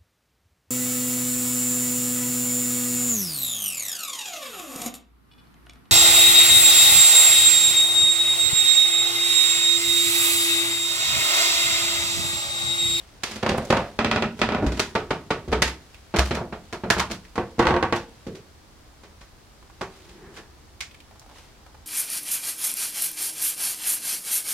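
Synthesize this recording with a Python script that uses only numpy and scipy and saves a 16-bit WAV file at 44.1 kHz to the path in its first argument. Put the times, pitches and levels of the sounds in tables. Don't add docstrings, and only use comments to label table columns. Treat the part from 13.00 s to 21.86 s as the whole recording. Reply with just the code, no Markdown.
import sys
import numpy as np
from scipy import signal
from scipy.fft import rfft, irfft, next_fast_len
from scipy.io import wavfile

SR = 44100
rng = np.random.default_rng(int(sys.argv[2]) if len(sys.argv) > 2 else 0)


def unload_wav(signal):
    wavfile.write(
        sys.argv[1],
        SR,
        np.round(np.clip(np.atleast_2d(signal).T, -1, 1) * 32767).astype(np.int16),
    )


N = 390705
TIME = np.arange(N) / SR

# f/Hz, relative level/dB
AIR_COLOUR = [(12, -35), (20, -8), (70, 1), (107, -8), (228, -17), (270, -14), (319, -13.5), (357, -16),
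              (590, -19.5), (642, -19), (923, -20), (2260, -26.5), (2530, -28), (4810, -28.5), (16000, -43)]
# f/Hz, side minus mid/dB
AIR_WIDTH = [(60, -13.5), (110, -8), (200, -2.5), (380, -8), (700, -1.5), (1290, -1.5), (2380, -2.5),
             (4400, 0), (8120, 0.5), (15000, 0)]
AIR_DB = -51.5
# f/Hz, rms level before the layer's trim/dB
HUM_TONES = [(64.6, -68), (226.1, -69), (382.2, -85.5)]

# f/Hz, relative level/dB
CLOTH_COLOUR = [(100, -15), (400, 15), (1500, 11), (3000, 11.5), (6000, 5.5), (10000, -1.5), (16000, -14)]
# peak t/s, peak level before the grain/dB, length/s
SWISHES = [(-0.003, -51, 0.16), (0.31, -42.5, 0.34), (0.66, -48, 1), (1.388, -53, .25), (1.77, -47.5, 0.67),
           (2.94, -56, .13), (3.262, -39, 0.27), (4.959, -39, 0.053), (6.95, -54.5, 0.97),
           (7.363, -48, 0.15), (8.379, -51.5, 0.41)]
SWISH_RISE_SHARE = 0.33
RUB_DEPTH_DB = 25
WALK_RUSTLE_DB, WALK_END_S, SETTLE_S = -62, 5.34, 0.17

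# f/Hz, relative level/dB
PIVOT_COLOUR = [(71, -44), (120, -16), (168, -4), (269, -15), (362, 0), (550, -20), (588, -27), (629, -18),
                (1530, -23), (1680, -18.5), (3000, -36), (3900, -69), (6600, -120)]
PIVOT_PEAK_S, PIVOT_DB, PIVOT_LENGTH_S, PIVOT_RISE_SHARE = 7.27, -45, 0.87, 0.54

# t/s, level before the layer's trim/dB, f/Hz
TICKS = [(0.577, -4, 8900), (0.651, -7, 6500), (2.945, -6, 2470), (4.251, -5.5, 1990), (6.627, -7, 1000),
         (6.699, -4.5, 1000), (7.911, -9, 2580), (7.945, -6, 2300), (8.003, -8, 2720), (8.196, -11.5, 5660),
         (8.385, -9, 850), (8.664, -0.5, 836), (8.745, -1.5, 840)]
PATTER_START_S, PATTER_GAP_S, PATTER_DB, PATTER_HZ = 8.11, 0.036, -4, 800

# t/s, peak level/dB, f/Hz
BOOMS = [(1.66, -17.5, 60), (2.48, -26.5, 72), (2.525, -21, 63), (2.651, -27, 66), (3.179, -14, 65.8),
         (3.309, -24.5, 69), (3.95, -26, 66), (4.667, -23.5, 73)]
BOOM_T60_S = 0.36

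# t/s, level before the layer's trim/dB, body re level/dB, edge re level/dB, strongest resonance f/Hz
CLACKS = [(0.2343, 11, 0, -1.5, 356), (0.312, 2.5, 6, -4, 210), (0.359, 0.5, 11.5, -3.5, 220),
          (1.392, 5.5, 7, -9, 403), (1.6236, 16, 12.5, -25, 292), (1.641, 9, 20, -19, 260),
          (1.664, 13, 8.5, -11.5, 260), (1.7195, 7, 10.5, -8.5, 337), (1.772, 5.5, 10, -9, 340),
          (1.795, 18.5, 4, -3.5, 384), (2.478, -0.5, 20.5, -11.5, 436), (2.518, 10.5, 11, -13, 430),
          (2.6202, 21, 4.5, -3.5, 1840), (2.675, 12, -4, -8.5, 182), (3.162, 18, 5, -9.5, 328),
          (3.187, 23.5, -1, -8, 610), (3.348, 11, 3, -9.5, 180), (3.727, 12, 4, -12, 387),
          (3.902, 25, 2.5, -7, 1690), (3.982, 9.5, 10.5, -6, 195), (3.9961, 21.5, -16, -9.5, 1000),
          (4.1, 8.5, 6.5, -14, 201), (4.1121, 3.5, 11.5, -0.5, 192), (4.356, 12, -2, -16, 338),
          (4.583, 4, 18.5, -15, 350), (4.592, 23, 0, -17, 340), (4.962, 3, -5, -4, 830),
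          (5.267, -3, 25, -8.5, 395), (5.35, -10.5, 16, -1.5, 385), (6.033, -6.5, 5, -9.5, 396),
          (6.209, -7, 1.5, -8, 182), (6.811, 16.5, -1, -16, 382), (7.089, -18.5, 17, 2, 180),
          (7.368, -1.5, 1.5, -7.5, 1680), (7.381, -5.5, 4, -9, 308), (7.8055, -2.5, -5, 5, 2250)]
# f/Hz, level/dB
CLACK_COLOUR = [(220, 0.5), (480, -2), (900, -1), (2100, 0.5), (2900, -1), (4800, -3.5), (6600, -4),
                (8000, -7.5), (12000, -4)]
SHOE_SNAP_DB = [0.5, -0.81, 1.5, 1.3, 0.73, -0.14]

# t/s, level before the layer's trim/dB, body re level/dB, edge re level/dB
KNOCKS = [(0.4279, 18.5, 9.5, -12), (0.463, 23.5, 2.5, -14.5), (0.4908, 14.5, 16, -2),
          (0.516, 15, 14.5, -19), (0.5432, 18, 3, -24), (0.58, 18, 8, -17), (0.7024, 23, 12, -8),
          (0.7239, 30, 0.5, -18.5), (0.769, 22, 5.5, -13), (0.9897, 24, 4.5, -10), (1.0462, 19.5, 9.5, -5),
          (1.1132, 23, 3, -6.5), (1.161, 22.5, 4.5, -9.5), (1.223, 21, 7, -8.5), (1.4157, 24.5, 5, -6),
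          (1.489, 19.5, 6, -12), (1.521, 20, 6, -13.5), (1.5476, 21.5, 3.5, -14.5), (1.585, 14, 10.5, -17),
          (1.9521, 25, 2.5, -13.5), (2.1058, 22.5, 4, -13), (2.3047, 23.5, 3.5, -12),
          (2.526, 24.5, 5, -12.5), (3.14, 21.5, 7.5, -17), (3.309, 16, 12.5, -7.5), (3.37, 17.5, 3, -19),
          (3.412, 13, 7.5, -28), (3.525, 12.5, 5.5, -16), (3.836, 14.5, 10.5, -18.5), (3.967, 18, 4.5, -16),
          (4.379, 24, 4.5, -21), (4.596, 31, 1, -20), (4.626, 25.5, -5, -19.5), (4.654, 22, 4, -17),
          (4.669, 30, -5.5, -16), (4.688, 21.5, 5.5, -16), (4.707, 27.5, 4, -22), (4.741, 27, -4, -23),
          (4.764, 25, 0.5, -20.5), (4.8267, 28.5, -0.5, -18.5), (4.925, 27, 1.5, -15.5)]
# f/Hz, level/dB
KNOCK_COLOUR = [(220, 0.15), (480, -1.4), (900, -0.5), (1500, 0.5), (2800, 0), (5000, -8.5), (8000, -15)]
# room level at the usual knock level, before the tail's lift/dB, attack length/s,
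# strongest resonance f/Hz, snap of the highest treble/dB
TREAD_JOINTS = [(-8, 0.0082, 590, 4), (-6, 0.0047, 223, -5.5), (-6, 0.013, 438, 2),
                (-4.5, 0.012, 200, -1.5), (-7.5, .011, 355, 1.5)]

# f/Hz, level/dB
BLOW_BASE = [(25, -28), (40, -9), (60, -5), (90, -3), (140, -2.5), (220, -2), (1500, 1), (5000, 1.5),
             (8000, -2.5), (11500, -12.5), (16000, -23)]
# f/Hz, share of the level in dB
BODY_SHARE = [(220, 0.94), (480, 0.79), (900, 0)]
EDGE_SHARE = [(900, 0.022), (2800, 1.07), (8000, 1.325)]
SNAP_SHARE = [(2800, 0), (8000, 0.67), (12000, 1.1)]
# f/Hz, side minus mid/dB
BLOW_WIDTH = [(100, -28), (250, -23.5), (500, -17), (1000, -12), (2000, -6), (4000, -0.5), (8000, -1.5),
              (14000, -3.5)]
# f/Hz, left minus right/dB
BLOW_BALANCE = [(100, -1.1), (1000, -0.4), (2000, -3), (4000, -1.7), (8000, -0.5)]

# f/Hz, lift at full depth/dB
FIRST_TREAD = [(220, 9.5), (358, 4.5), (404, 7.5), (505, 11), (554, 4), (611, -2.5), (651, 3.5), (694, 6),
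               (1121, -4), (1554, 2.5), (2576, 4)]
SECOND_TREAD = [(195, 2.2), (225, 6.8), (403, 7.3), (617, 8.3), (736, 8.1), (812, 7.3), (971, 6.3),
                (1305, 11.5), (1443, 12.3), (2462, 6.7), (2626, 7.5)]
THIRD_TREAD = [(159, 7.1), (196, 3.4), (378, 7.6), (426, 2.5), (593, 1.9), (758, 4.5), (902, 9.4),
               (1145, 11), (1284, 12), (1481, 8.5), (2292, 4)]
FOURTH_TREAD = [(179, 6.8), (349, 9.9), (433, 9.3), (625, 5.4), (690, 7.6), (1324, 5.5), (1419, 8.3),
                (1637, 5), (1806, 2.3), (2474, 3.1), (4231, 4.5)]
LAST_TREAD = [(202, 11.4), (239, 9.2), (347, 10.6), (463, 17.7), (516, 18.3), (917, 6.5), (1058, 4.6),
              (1129, 7.9), (1513, 1.2), (1963, 3), (2702, 2.9)]
# f/Hz, lift at full depth/dB
FOOT_OF_STAIRS = [(187, 14), (385, 7), (445, 7), (1130, 14), (1480, -8), (2500, 9)]
TREADS = [FIRST_TREAD, SECOND_TREAD, THIRD_TREAD, FOURTH_TREAD, LAST_TREAD, FOOT_OF_STAIRS]
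TREAD_CHANGES = [.93, 1.9, 3.0, 4.3, 5.15]
# t60 of the lows/s, t60 of the highs/s
TREAD_TAILS = [(0.46, 0.3), (0.5, 0.24), (0.54, 0.24), (0.51, 0.21), (0.4, 0.24), (0.49, 0.2)]

BLOW_SIZE = 16384
BLOW_T = np.arange(BLOW_SIZE) / SR
BLOW_HZ = np.fft.rfftfreq(BLOW_SIZE, 1 / SR)
BLOW_FADE = np.clip((BLOW_T[-1] - BLOW_T) / .08, 0, 1) ** 2
CUTOFF_HZ = 16000


def from_db(db):
    return 10 ** (np.asarray(db) / 20)


def at_hz(points, hz):
    known_hz, values = np.transpose(points)
    return np.interp(np.log(np.maximum(hz, 1)), np.log(known_hz), values)


def unit_energy(x):
    return x / np.sqrt(np.sum(x ** 2, axis=-1, keepdims=True) + 1e-20)


def add(out, s, sound):
    start = max(round(s * SR), 0)
    out[..., start:start + sound.shape[-1]] += sound[..., :N - start]


def stereo_noise(colour, width):
    size = next_fast_len(N, real=True)
    hz = np.fft.rfftfreq(size, 1 / SR)
    shaped = rfft(rng.standard_normal((2, size))) * from_db(at_hz(colour, hz))
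    mid = irfft(shaped[0], size)[:N]
    side = irfft(shaped[1] * from_db(at_hz(width, hz)), size)[:N]
    return np.array([mid + side, mid - side]) / mid.std()


def house(hum_db=-2):
    hum = np.zeros(N)
    for hz, db in HUM_TONES:
        phase = rng.random()
        hum += from_db(db + hum_db) * np.sqrt(2) * np.sin(2 * np.pi * (hz * TIME + phase))
    return from_db(AIR_DB) * stereo_noise(AIR_COLOUR, AIR_WIDTH) + hum


def swell(peak_s, peak_db, length_s, rise_share):
    rise = np.clip(rise_share, .05, .95)
    away = np.maximum((peak_s - TIME) / rise, (TIME - peak_s) / (1 - rise)) / length_s
    return from_db(peak_db - RUB_DEPTH_DB * np.minimum(away, 10))


def rubbing(gain, colour, grain_db, catches_per_s):
    catches = rng.standard_normal(4000)
    grain = from_db(grain_db * np.interp(TIME * catches_per_s, np.arange(len(catches)), catches))
    return gain * grain * stereo_noise(colour, BLOW_WIDTH)


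def clothes():
    walking = from_db(WALK_RUSTLE_DB) * np.exp(-np.maximum(TIME - WALK_END_S, 0) / SETTLE_S)
    power = walking ** 2
    for s, peak_db, length_s in SWISHES:
        power += swell(s, peak_db, length_s, SWISH_RISE_SHARE) ** 2
    return rubbing(np.sqrt(power), CLOTH_COLOUR, grain_db=2.5, catches_per_s=270)


def sole():
    gain = swell(PIVOT_PEAK_S, PIVOT_DB, PIVOT_LENGTH_S, PIVOT_RISE_SHARE)
    return rubbing(gain, PIVOT_COLOUR, grain_db=0.5, catches_per_s=95)


def broad_level(spectrum):
    bins, total = np.arange(len(spectrum)), np.cumsum(np.abs(spectrum) ** 2)
    reach = bins // 6 + 16
    low, high = np.maximum(bins - reach, 0), np.minimum(bins + reach, bins[-1])
    return np.sqrt((total[high] - total[low]) / (high - low) + 1e-20)


def causal(gain):
    cepstrum = irfft(np.log(gain + 1e-9))
    cepstrum[1:BLOW_SIZE // 2] *= 2
    cepstrum[BLOW_SIZE // 2 + 1:] = 0
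    return np.exp(rfft(cepstrum))


def reflections(per_s=1900):
    return (rng.random(BLOW_SIZE) < per_s / SR) * rng.standard_normal((2, BLOW_SIZE))


def near_echoes(spread_s, direct, arrivals, wall_gain, wall_s=0.00683, wall_width_s=.0012):
    bounce = wall_gain * np.exp(-((BLOW_T - wall_s) / wall_width_s) ** 2)
    spray = unit_energy(arrivals * (np.exp(-(BLOW_T / spread_s) ** 2) + bounce))
    spray[:, 0] += direct * np.array([1, rng.normal(0, 0.34)])
    return rfft(unit_energy(spray))


def stairwell_tail(low_t60, high_t60, split_hz=350, build_s=0.0047, soak_hz=7000, soak_db=-4.5):
    noise = rng.standard_normal((2, BLOW_SIZE)) * (1 - np.exp(-BLOW_T / build_s))
    low, high = (rfft(unit_energy(noise * from_db(-60 * BLOW_T / t60))) for t60 in (low_t60, high_t60))
    low_share = 1 / (1 + (BLOW_HZ / split_hz) ** 2)
    soaked = from_db(soak_db * BLOW_HZ ** 2 / (BLOW_HZ ** 2 + soak_hz ** 2))
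    return soaked * (low_share * low + (1 - low_share) * high)


def blow(colour_db, ringing, room_db, spread_s, direct, arrivals, tail,
         wall_gain=0, tail_db=6.5, left_lag_s=.00003):
    mid, side = near_echoes(spread_s, direct, arrivals, wall_gain) + from_db(room_db + tail_db) * tail
    gain = causal(from_db(colour_db) * ringing / broad_level(mid * ringing))
    side = side * from_db(at_hz(BLOW_WIDTH, BLOW_HZ)) * broad_level(mid) / broad_level(side)
    lean = from_db(at_hz(BLOW_BALANCE, BLOW_HZ) / 2)
    later = np.exp(-2j * np.pi * BLOW_HZ * left_lag_s)
    left, right = (mid + side) * lean * later, (mid - side) / lean
    return BLOW_FADE * irfft(gain * np.array([left, right]))


def patter(count=8, scatter_db=2.0, jitter=.3, detune=0.036):
    run = []
    for k, (late, loud, high) in enumerate(rng.standard_normal((count, 3))):
        s = PATTER_START_S + PATTER_GAP_S * (k + jitter * late)
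        run.append((s, PATTER_DB + scatter_db * loud, PATTER_HZ * (1 + detune * high)))
    return run


def ticks(sharpness=2.76, gain_db=-4.0):
    out, hz = np.zeros((2, N)), np.maximum(BLOW_HZ, 1)
    for s, level_db, pitch_hz in TICKS + patter():
        detune = hz / pitch_hz - pitch_hz / hz
        colour_db = gain_db + level_db - 10 * np.log10(1 + (sharpness * detune) ** 2)
        add(out, s, blow(colour_db, 1, room_db=-12, spread_s=0.0083, direct=0.7, arrivals=reflections(),
                         tail=stairwell_tail(*TREAD_TAILS[-1])))
    return out


def booms(press_s=0.0094):
    out = np.zeros(N)
    envelope = (1 - np.exp(-(BLOW_T / press_s) ** 2)) * from_db(-60 * BLOW_T / BOOM_T60_S)
    envelope /= envelope.max()
    for s, peak_db, hz in BOOMS:
        add(out, s, from_db(peak_db) * envelope * np.sin(2 * np.pi * hz * BLOW_T))
    return out


def tread_ringing(modes, depth, width_hz=9, damping=0.023):
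    lifts = [db / (1 + ((BLOW_HZ - hz) / (width_hz + damping * hz)) ** 2) for hz, db in modes]
    return from_db(depth * np.max(lifts, axis=0))


def favoured_mode_db(hz, lift_db, sharpness=4.8, offset_db=-1.0):
    detune = np.maximum(BLOW_HZ, 1) / hz - hz / np.maximum(BLOW_HZ, 1)
    return offset_db + lift_db / (1 + (sharpness * detune) ** 2)


def blend(usual, fresh, share):
    share = np.clip(share, 0, 1)
    return np.sqrt(share) * usual + np.sqrt(1 - share) * fresh


def stair_blows(blows, colour, direct, wall_gain, depth, favour_db, same_path):
    out = np.zeros((2, N))
    base_db = at_hz(BLOW_BASE, BLOW_HZ) + at_hz(colour, BLOW_HZ)
    body, edge, snap = (at_hz(share, BLOW_HZ) for share in (BODY_SHARE, EDGE_SHARE, SNAP_SHARE))
    treads = [(tread_ringing(modes, depth), t60s, reflections(), stairwell_tail(*t60s))
              for modes, t60s in zip(TREADS, TREAD_TAILS)]
    for s, level_db, body_db, edge_db, room_db, spread_s, hz, snap_db in blows:
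        ringing, t60s, usual_arrivals, usual_tail = treads[np.searchsorted(TREAD_CHANGES, s)]
        colour_db = level_db + base_db + favoured_mode_db(hz, favour_db)
        colour_db = colour_db + body_db * body + edge_db * edge + snap_db * snap
        arrivals = blend(usual_arrivals, reflections(), same_path)
        tail = blend(usual_tail, stairwell_tail(*t60s), same_path)
        add(out, s, blow(colour_db, ringing, room_db, spread_s, direct, arrivals, tail, wall_gain))
    return out


def shoes(gain_db=1.0, room_db=-5.0, drier_per_db=0.22, drier_per_edge_db=.2, spread_s=0.0087):
    blows = []
    for s, level_db, body_db, edge_db, hz in CLACKS:
        snap_db = SHOE_SNAP_DB[np.searchsorted(TREAD_CHANGES, s)]
        clack_room_db = room_db - drier_per_db * level_db - drier_per_edge_db * edge_db
        blows.append((s, gain_db + level_db, body_db, edge_db, clack_room_db, spread_s, hz, snap_db))
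    return stair_blows(blows, CLACK_COLOUR, direct=0.17, wall_gain=.75, depth=0.59, favour_db=7.0, same_path=0.44)


def boards(gain_db=-0.5, usual_db=22, drier_per_db=0.1):
    blows = []
    for s, level_db, body_db, edge_db in KNOCKS:
        room_db, spread_s, hz, snap_db = TREAD_JOINTS[np.searchsorted(TREAD_CHANGES, s)]
        knock_room_db = room_db - drier_per_db * (level_db - usual_db)
        blows.append((s, gain_db + level_db, body_db, edge_db, knock_room_db, spread_s, hz, snap_db))
    return stair_blows(blows, KNOCK_COLOUR, direct=0.25, wall_gain=0.089, depth=0.85, favour_db=5.0, same_path=0.59)


def scene():
    return house() + clothes() + sole() + ticks() + booms() + shoes() + boards()


def record(dry):
    rounded = 1.1 * np.tanh(dry / 1.1)
    top_cut = signal.ellip(10, .1, 80, CUTOFF_HZ, fs=SR, output="sos")
    return signal.sosfilt(top_cut, rounded)


dry = scene()
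out = record(dry)
unload_wav(out)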